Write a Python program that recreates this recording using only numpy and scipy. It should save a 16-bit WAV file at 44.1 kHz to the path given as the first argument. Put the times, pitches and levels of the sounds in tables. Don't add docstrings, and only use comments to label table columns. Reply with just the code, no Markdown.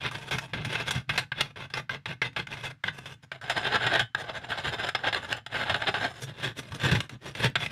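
import sys
import numpy as np
from scipy import signal
from scipy.fft import rfft, irfft, next_fast_len
from scipy.io import wavfile
from scipy.ndimage import uniform_filter1d

SR = 44100
rng = np.random.default_rng(int(sys.argv[2]) if len(sys.argv) > 2 else 0)


def wav_record(signal):
    frames = np.transpose(np.atleast_2d(signal))
    bounded = np.clip(frames, -1, 1)
    quanta = np.round(bounded * 32767).astype(np.int16)
    wavfile.write(sys.argv[1], SR, quanta)


N = 340011
TIME = np.arange(N) / SR
LOOSE, HELD, SLIDING = 0, 1, 2
HELD_FROM_S, HELD_TO_S, SLID_TO_S = 3.3, 6.2, 7.5
MEDIUM_SCRAPE_DB = -35.5

# pitch_hz, level_db
AIR_COLOUR = [(20, 2.5), (120, -25), (300, -6.5), (1500, 17), (4000, 6), (15000, -17)]
# pitch_hz, level_db
BENCH_COLOUR = [(20, -39.5), (45, -19.5), (70, -14), (92, -6.5), (112, -0.5), (135, 2), (160, -8.5),
                (200, -15), (280, -18), (600, -70)]
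# peak_s, level_db
BENCH_THUMPS = [(0.35, -32.5), (0.55, -33.5), (0.61, -34.5), (0.67, -32), (0.968, -29.5), (1.102, -35),
                (2.09, -39), (3.86, -35), (4.016, -34.5), (4.68, -36), (5.71, -35), (5.99, -40),
                (6.29, -39.5), (6.48, -51), (6.72, -37.5), (6.85, -26.5), (6.928, -20.5), (6.98, -28.5),
                (7.139, -40.5), (7.285, -41), (7.46, -27.5), (7.57, -41)]
# scrape_body_db, knock_body_db, rumble_at_medium_scrape_db, rumble_db_per_scrape_db, boom_pitch_ratio
GRIP_EFFECTS = [(6, 6, -42, 0.55, 1.05), (1.5, -0.5, -47.5, 0.44, 0.95), (5.5, 5, -41, 0.72, 1.007)]
# pitch_hz, loose_db, held_db, sliding_db
CONTACT_COLOUR = [(40, -5, -11, -44), (130, 1, -5, 1.5), (261, -5.5, -3.5, -2), (424, 1.5, -1, -4.5),
                  (810, 0.7, 0.5, -7), (940, -0.5, -3, -6), (2360, -2.5, -6, -9), (3720, 2, -2.5, -2),
                  (4850, -8, -20.5, -14), (5980, -15, -27, -20.5), (9800, -24.5, -35, -26),
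                  (13500, -28.5, -45.5, -33.5), (14900, -32, -49, -39)]
# pitch_hz, width_hz, loose_lift_db, held_lift_db, sliding_lift_db
STEEL_MODES = [(530, 430, 2.5, 0.13, 7), (691, 140, -2, 3.6, -5.5), (820, 70, 2, 5.1, 1.5),
               (1543, 370, 12.5, 10.1, 8), (1726, 400, 5, 4.4, 9.5), (2102, 186, 13, 4, 8),
               (2520, 344, 11, 0.55, 7.5), (2792, 380, 4.5, 2.3, 4.5), (3360, 510, 9, 3.1, 6),
               (5100, 280, 5, 10.4, 3.5), (5850, 440, 5, 1.6, 5.5), (7100, 390, 1, 6.4, 0),
               (7370, 60, -5, 3.8, 4), (8700, 620, 0.5, 2.2, -0.5), (9800, 870, 8, 6.9, 3),
               (10800, 170.0, 9, 2.9, 6), (12300, 380, -6, 10, -1)]
# pitch_hz, level_db
PLATE_MODES = [(3930, -67), (4075, -86), (4264, -66), (5087, -69), (5690, -68), (6368, -83), (6659, -70),
               (7499, -72), (7763, -79), (8457, -74), (9502, -75.5), (11278, -79.5), (11606, -76.5),
               (13577, -82)]
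# pitch_hz, not_held_db, held_db, t60_s
TOOL_MODES = [(1520, -33, -39, 0.15), (2126, -60, -45, 0.045), (3050, -48, -32, 0.24),
              (5096, -45, -26.5, 0.057), (7240, -41, -20, 0.025)]
# start_s, end_s, level_db, bright_db
LIGHT_RUBS = [(0, 0.1, -38.5, 0), (0.136, 0.471, -47.5, 7.5), (0.552, 0.995, -45, 0), (1.436, 1.52, -51, 4),
              (2.499, 2.722, -44, 3), (2.923, 3.146, -50.5, 8.5), (3.433, 4.016, -39.5, 3),
              (4.17, 4.887, -47.5, 3), (5.047, 5.384, -53, 5), (5.501, 6.206, -48, 10),
              (6.272, 6.52, -51, 0), (6.55, 7.073, -53, 5.5), (7.12, 7.168, -57.5, -15),
              (7.572, 7.69, -46.5, 12)]
# peak_s, length_s, level_db, bright_db
SCRAPE_STROKES = [(0.059, 0.02, -27.5, -6), (0.152, 0.012, -33, 1), (0.22, 0.03, -44.5, 7),
                  (0.283, 0.02, -40.5, 6), (0.602, 0.059, -41, -9), (0.731, 0.035, -33, 3),
                  (0.815, 0.02, -31, 2.5), (0.883, 0.027, -29.5, 3.5), (0.971, 0.058, -36.5, 4.5),
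                  (1.152, 0.046, -36.5, 2), (1.4, 0.035, -32.5, -5), (1.633, 0.045, -41, 0.5),
                  (1.956, 0.022, -42, -2), (2.12, 0.027, -37, 0), (2.398, 0.014, -31, -4),
                  (2.61, 0.011, -45, 3), (2.665, 0.032, -36, 6.5), (3.24, .014, -51, 10),
                  (3.577, 0.02, -24.5, .5), (3.666, 0.037, -26, -2), (3.75, 0.039, -21, -2.5),
                  (3.859, 0.048, -24, -2), (3.955, 0.053, -21.5, -4), (4.205, 0.031, -35.5, 9.5),
                  (4.298, 0.022, -33, -4), (4.365, 0.032, -34.5, 2), (4.446, 0.013, -37.5, 3),
                  (4.507, 0.019, -32, 2), (4.592, 0.027, -31.5, 3), (4.675, 0.039, -28.5, 3),
                  (4.739, 0.028, -31, 2.5), (4.808, 0.031, -30.5, 1), (4.845, .017, -28, 1),
                  (4.876, 0.014, -31, 4), (5.243, 0.041, -38, 5.5), (5.316, 0.03, -30.5, 6),
                  (5.552, 0.036, -28.5, -1), (5.616, 0.041, -28.5, .5), (5.675, 0.029, -32, -12),
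                  (5.759, 0.024, -29.5, -10), (5.83, 0.03, -28.5, -4), (5.888, 0.023, -23, -3),
                  (6.046, 0.053, -27, 1), (6.234, 0.024, -36.5, 14), (6.292, 0.031, -43.5, 2),
                  (6.459, 0.068, -31, 1), (6.588, .022, -34.5, 10.5), (6.754, 0.015, -38.5, 10),
                  (6.851, 0.047, -26, 2.5), (6.91, 0.084, -29.5, -4), (7.277, 0.052, -39.5, 5.5),
                  (7.421, 0.065, -35, 4), (7.451, 0.033, -21, -3), (7.629, 0.026, -30, 1),
                  (7.715, 0.014, -36, 6)]
# start_s, chatter_s, level_db, bright_db, clink_hz, clink_lift_db, drag_db
TOOL_KNOCKS = [(0.111, 0.011, -36, 11, 1250, 11, -43.5), (0.309, 0.027, -28, 6.5, 2760, 3, -32),
               (0.383, 0.0078, -27, 6.5, 2000, 5, -68), (0.461, .01, -62, 7, 2000, 8, -54.5),
               (0.533, 0.016, -29, -2, 1950, 3.5, -46), (0.647, .012, -30, 8.5, 2500, 2, -45),
               (0.751, .011, -25, -2, 1300, 0.5, -37), (0.907, .0085, -24, 12.5, 3570, 8, -40),
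               (1.092, 0.013, -22.5, -2, 2220, 6.5, -45), (1.176, .014, -20, 6, 4170, 8.5, -42.5),
               (1.317, 0.0069, -25.5, -10, 1820, 7, -55), (1.407, 0.0065, -17, 6, 4280, 7.5, -49),
               (1.558, 0.017, -42.5, -2, 3720, -2, -41.5), (1.7, 0.013, -46, 3, 2620, -5, -58),
               (1.737, 0.0059, -27, 3, 5100, 13, -32), (1.893, 0.0048, -24, -4, 1700, 13.5, -36),
               (2.056, 0.0089, -29.5, -3, 3480, 6.5, -40), (2.216, 0.011, -20.5, -6, 1890, 8.5, -33.5),
               (2.329, 0.0064, -53, 4, 3000, -6, -60), (2.362, 0.019, -27, -2.5, 2310, 6, -38),
               (2.469, 0.0044, -34, 3, 2020, 5, -49), (2.524, 0.0045, -32.5, -2, 2620, 23, -52),
               (2.837, 0.0051, -22.5, -3, 1770, 9, -38), (2.879, 0.0074, -24, -11, 1850, 9, -75),
               (3.056, 0.021, -38, 6, 3300, 4, -66), (3.315, 0.01, -31.5, 3.5, 2330, 7, -46.5),
               (3.412, 0.018, -40, 10, 1590, 11, -46), (3.496, 0.019, -22.5, 6, 3000, 0, -52),
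               (3.565, 0.0027, -29, -9, 3780, 14, -45), (3.993, 0.018, -19, 4.5, 3250, 7.5, -58),
               (4.147, 0.0045, -18, -6, 1600, 5.5, -48), (4.516, 0.019, -26.5, -1, 1420, 6, -60),
               (4.887, 0.0076, -24.5, 4.5, 2000, 4, -61), (4.948, 0.0094, -20.5, -2.5, 5100, 9, -49),
               (4.989, .004, -37, 4, 1350, 8, -44), (5.034, 0.0021, -25, -10, 1730, 29, -26),
               (5.072, 0.012, -24, 0, 1840, 5, -57), (5.126, 0.012, -25.5, 1, 3900, 5, -31),
               (5.145, 0.0021, -16.5, 0, 4300, 7, -53), (5.327, 0.0012, -11.5, 1.5, 2800, 2.5, -41),
               (5.365, 0.011, -50, 22, 3100, 4, -80), (5.462, 0.0061, -33, 6.5, 3670, 4, -59),
               (5.695, 0.019, -22, -1, 3450, -0.5, -42), (5.742, 0.009, -21, -12, 1580, 1, -50),
               (5.869, 0.007, -23, -17, 1875, -2, -51), (5.94, 0.02, -24.5, -3, 1400, 1.5, -33.5),
               (6.719, .0077, -37, 6, 1190, 11, -48), (6.913, 0.015, -23.5, 2, 3460, 4, -35.5),
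               (6.949, 0.015, -25.5, 0, 1980, 3, -44), (7.003, 0.0048, -24.5, 3, 2870, 3.5, -68),
               (7.052, 0.0036, -49, -3, 1600, 14, -71), (7.093, 0.0053, -38, 5, 1650, 1, -49),
               (7.35, 0.0068, -33.5, 0, 2400, 3, -39.5), (7.554, 0.0079, -18, -9, 1910, 3.5, -48),
               (7.661, 0.0034, -24.5, 1, 2140, 9, -55)]


def undb(db):
    return 10 ** (np.asarray(db) / 20)


def rms(x):
    return np.sqrt(np.mean(x ** 2))


def fade(t, t60_s):
    return np.exp(-np.log(1000) * t / t60_s)


def along(hz, points_hz, points_db):
    return np.interp(np.log(hz + 1), np.log(points_hz), points_db)


def noise(colour):
    size = next_fast_len(N, real=True)
    gain = undb(along(np.fft.rfftfreq(size, 1 / SR), *np.transpose(colour)))
    x = irfft(rfft(rng.standard_normal(size)) * gain, size)[:N]
    return x / rms(x)


def steadied(x, span_s):
    window = max(int(span_s * SR), 2)
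    power = uniform_filter1d(uniform_filter1d(x ** 2, window), window)
    return x / np.sqrt(np.abs(power) + 1e-18)


def add(track, start_s, sound, loudness):
    start = int(start_s * SR)
    first, last = max(start, 0), min(start + len(sound), N)
    track[first:last] += sound[first - start:last - start] * loudness / rms(sound)


def grip_at(s):
    return HELD * ((s > HELD_FROM_S) & (s <= HELD_TO_S)) + SLIDING * ((s > HELD_TO_S) & (s < SLID_TO_S))


def air(level_db=-74):
    return undb(level_db) * noise(AIR_COLOUR)


def room_echoes(x, wet_db=-11, t60_s=0.15, gap_s=0.0027):
    t = np.arange(SR // 2) / SR
    tail = rng.standard_normal(len(t)) * fade(t, t60_s) * (t > gap_s)
    wet = signal.fftconvolve(x, tail / np.sqrt(np.sum(tail ** 2)))[:N]
    return (x + undb(wet_db) * wet) / np.sqrt(1 + undb(wet_db) ** 2)


def bench_rumble(push, settle_s=0.01, thump_rise_s=0.012, thump_fall_s=0.024):
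    keep = np.exp(-1 / (settle_s * SR))
    load = signal.lfilter([1 - keep], [1, -keep], (push / undb(MEDIUM_SCRAPE_DB)) ** 2 + 1e-12)
    grip = grip_at(TIME)
    _, _, rumble_db, growth, _ = np.array(GRIP_EFFECTS)[grip].T
    power = undb(rumble_db) ** 2 * load ** growth
    for peak_s, level_db in BENCH_THUMPS:
        t = TIME - peak_s
        width_s = np.where(t < 0, thump_rise_s, thump_fall_s)
        power += undb(level_db) ** 2 * np.exp(-(t / width_s) ** 2)
    booms = [noise([(hz * ratio, db) for hz, db in BENCH_COLOUR]) for *_, ratio in GRIP_EFFECTS]
    return steadied(np.choose(grip, booms), span_s=0.038) * np.sqrt(power)


def plate_shimmer(x, ring_db=-9, t60_s=0.064, glove_db=-10):
    t = np.arange(SR // 3) / SR
    mode_hz, mode_db = np.transpose(PLATE_MODES)
    gains = undb(mode_db - along(mode_hz, *np.transpose(CONTACT_COLOUR)[:2]))
    tail = gains @ np.cos(2 * np.pi * mode_hz[:, None] * t) * fade(t, t60_s)
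    held = grip_at(TIME) == HELD
    drive = x * undb(ring_db + glove_db * held)
    return signal.fftconvolve(drive, tail / np.sqrt(np.sum(tail ** 2)))[:N]


def tool_ring(x):
    t = np.arange(SR // 2) / SR
    tails = np.zeros((2, len(t)))
    for hz, not_held_db, held_db, t60_s in TOOL_MODES:
        mode = np.cos(2 * np.pi * hz * t) * fade(t, t60_s)
        tails += np.outer(undb([not_held_db, held_db]), mode / np.sqrt(np.sum(mode ** 2)))
    held = grip_at(TIME) == HELD
    return (signal.fftconvolve(x * ~held, tails[0]) + signal.fftconvolve(x * held, tails[1]))[:N]


def steel_tone(s, body_db, bright_db, hz, place_db=2, ripple_db=2.48, ripple_hz=70, drift=0.012):
    grip = grip_at(s)
    contact = np.transpose(CONTACT_COLOUR)
    db = along(hz, contact[0], contact[1 + grip])
    for pitch_hz, width_hz, *lift_db in STEEL_MODES:
        centre_hz = pitch_hz * (1 + drift * rng.standard_normal())
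        peak_db = lift_db[grip] + place_db * (2 * rng.random() - 1)
        detune = (hz - centre_hz) / (width_hz / 2)
        db += peak_db / (1 + detune ** 2)
    crowd_hz = np.arange(0, SR / 2, ripple_hz)
    db += ripple_db * np.interp(hz, crowd_hz, rng.standard_normal(len(crowd_hz)))
    return db + along(hz, [1110, 1420, 4100, 6160], [body_db, 0, 0, bright_db])


def causal(db):
    cepstrum = irfft(np.log(undb(db)))
    half = len(cepstrum) // 2
    cepstrum[1:half] *= 2
    cepstrum[half + 1:] = 0
    return np.exp(rfft(cepstrum))


def steel_sound(force, tone_db, spread_s=0.0013, spread_hz=2500):
    hz = np.fft.rfftfreq(len(force), 1 / SR)
    delay_s = spread_s / np.sqrt(1 + hz / spread_hz)
    smear = np.exp(-2j * np.pi * np.cumsum(delay_s) * hz[1])
    return irfft(rfft(force) * causal(tone_db) * smear)


def falling_flakes(size=2048, count=4, softest_db=-49.5, range_db=6, flight_s=0.066, tinkle_db=18,
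                   tinkle_width_hz=400, low_hz=2500, high_hz=11000):
    track = np.zeros(N)
    hz = np.fft.rfftfreq(size, 1 / SR)
    for start_s, _, knock_db, *_ in TOOL_KNOCKS:
        for when, pitch, strength in rng.random((count, 3)):
            landing_s = min(start_s + flight_s * when, TIME[-1])
            tinkle_hz = low_hz * (high_hz / low_hz) ** pitch
            detune = (hz - tinkle_hz) / (tinkle_width_hz / 2)
            tone_db = steel_tone(landing_s, body_db=-8, bright_db=6, hz=hz)
            tick = steel_sound(signal.unit_impulse(size), tone_db + tinkle_db / (1 + detune ** 2))
            add(track, landing_s, tick, undb(knock_db + softest_db + range_db * strength))
    return track


def snapping_chips(size, chips_per_s=170, t60_s=0.025, range_db=10, low_hz=4200, high_hz=15000):
    track = np.zeros(2 * size)
    t = np.arange(min(int(2 * t60_s * SR), size)) / SR
    decay = fade(t, t60_s)
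    for when, pitch, strength in rng.random((int(chips_per_s * size / SR), 3)):
        hz = low_hz + pitch * (high_hz - low_hz)
        start = int(when * size)
        track[start:start + len(t)] += undb(range_db * strength) * decay * np.sin(2 * np.pi * hz * t)
    return track[:size] / rms(track[:size])


def friction(size, slips_per_s, scatter_db, grind_db):
    slipping = rng.random(size) < slips_per_s / SR
    strength = undb(scatter_db * np.clip(rng.standard_normal(size), -2, 2))
    slips = slipping * strength * rng.choice([-1, 1], size)
    return slips / (rms(slips) + 1e-9) + undb(grind_db) * rng.standard_normal(size)


def scrape(pressure, s, level_db, bright_db, chips_db=-6, bump_db=3.5, bump_s=0.0082,
           body_per_db=-0.1444):
    size = len(pressure)
    ripples = np.interp(np.arange(size) / SR / bump_s, np.arange(size), rng.standard_normal(size))
    slips = friction(size, slips_per_s=850, scatter_db=3.5, grind_db=-1.5)
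    grit = slips + undb(chips_db) * snapping_chips(size)
    force = pressure * steadied(grit * undb(bump_db * ripples), span_s=0.086)
    body_db = GRIP_EFFECTS[grip_at(s)][0] + body_per_db * (level_db - MEDIUM_SCRAPE_DB)
    return steel_sound(force, steel_tone(s, body_db, bright_db, np.fft.rfftfreq(size, 1 / SR)))


def rubbing(size=36864, ease_s=0.0099, waver_db=3.1, waver_s=0.0305):
    track = np.zeros(N)
    t = np.arange(size) / SR
    for start_s, end_s, level_db, bright_db in LIGHT_RUBS:
        waver = np.interp(t / waver_s, np.arange(size), rng.standard_normal(size))
        touching = np.clip(np.minimum(t, end_s - start_s - t) / ease_s, 0, 1)
        pressure = touching * undb(waver_db * waver)
        rub = scrape(pressure, start_s, level_db, bright_db)
        add(track, start_s, rub, undb(level_db) * rms(pressure))
    return track


def swell(t, length_s, rise_share=0.59):
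    width_s = length_s * np.where(t < 0, rise_share, 1 - rise_share)
    return np.exp(-0.5 * (t / width_s) ** 2)


def strokes(size=12288, drag_lag_s=0.038, drag_s=0.041, drag_bright_share=0.4):
    track = np.zeros(N)
    t = (np.arange(size) - size // 2) / SR
    touches = [(peak_s, swell(t, length_s), level_db, bright_db)
               for peak_s, length_s, level_db, bright_db in SCRAPE_STROKES]
    drag = swell(t, drag_s) * (t > -drag_lag_s)
    touches += [(start_s + drag_lag_s, drag, drag_db, drag_bright_share * bright_db)
                for start_s, _, _, bright_db, _, _, drag_db in TOOL_KNOCKS]
    for peak_s, pressure, level_db, bright_db in touches:
        stroke = scrape(pressure, peak_s, level_db, bright_db)
        add(track, peak_s + t[0], stroke, undb(level_db) * rms(pressure))
    return track


def knocks(size=8192, gain_db=-0.08, first_touch=2.9, bite_s=0.0008, strike_db=2, strike_s=0.0036,
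           chips_db=-9, clink_width_hz=900, usual_s=0.018, usual_db=-26, body_db_per_doubling=2.0,
           body_per_db=-0.03):
    track = np.zeros(N)
    t = np.arange(size) / SR
    hz = np.fft.rfftfreq(size, 1 / SR)
    bass_cut_db = along(hz, [450, 800], [-4, 0])
    bite = 1 - np.exp(-t / bite_s)
    strike = (1 + undb(strike_db) * np.exp(-t / strike_s)) / (1 + undb(strike_db) / 4)
    for start_s, chatter_s, level_db, bright_db, clink_hz, clink_lift_db, _ in TOOL_KNOCKS:
        pressure = bite * strike * np.exp(-0.5 * (t / chatter_s) ** 2)
        chatter = friction(size, slips_per_s=1800, scatter_db=-1.5, grind_db=-6)
        force = pressure * steadied(chatter + undb(chips_db) * snapping_chips(size), span_s=0.00077)
        force[0] += first_touch
        body_db = GRIP_EFFECTS[grip_at(start_s)][1] + body_db_per_doubling * np.log2(chatter_s / usual_s)
        body_db += body_per_db * (level_db - usual_db)
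        tone_db = steel_tone(start_s, body_db, bright_db, hz, place_db=-1, ripple_db=0) + bass_cut_db
        tone_db += clink_lift_db * np.exp(-(2 * (hz - clink_hz) / clink_width_hz) ** 2)
        add(track, start_s, steel_sound(force, tone_db), undb(level_db + gain_db) * rms(pressure))
    return track


def scene(knock_push_db=-7):
    scraping = strokes() + rubbing()
    knocking = knocks()
    work = scraping + knocking + falling_flakes()
    ringing_work = work + plate_shimmer(work) + tool_ring(work)
    rumble = bench_rumble(scraping + undb(knock_push_db) * knocking)
    return (room_echoes(ringing_work) + rumble + air())[None]


def record(dry, ceiling=0.19, knee=5, top_hz=15600):
    rounded = dry / (1 + np.abs(dry / ceiling) ** knee) ** (1 / knee)
    return signal.sosfilt(signal.ellip(10, 0.2, 80, top_hz, fs=SR, output="sos"), rounded)


dry = scene()
out = record(dry)
wav_record(out)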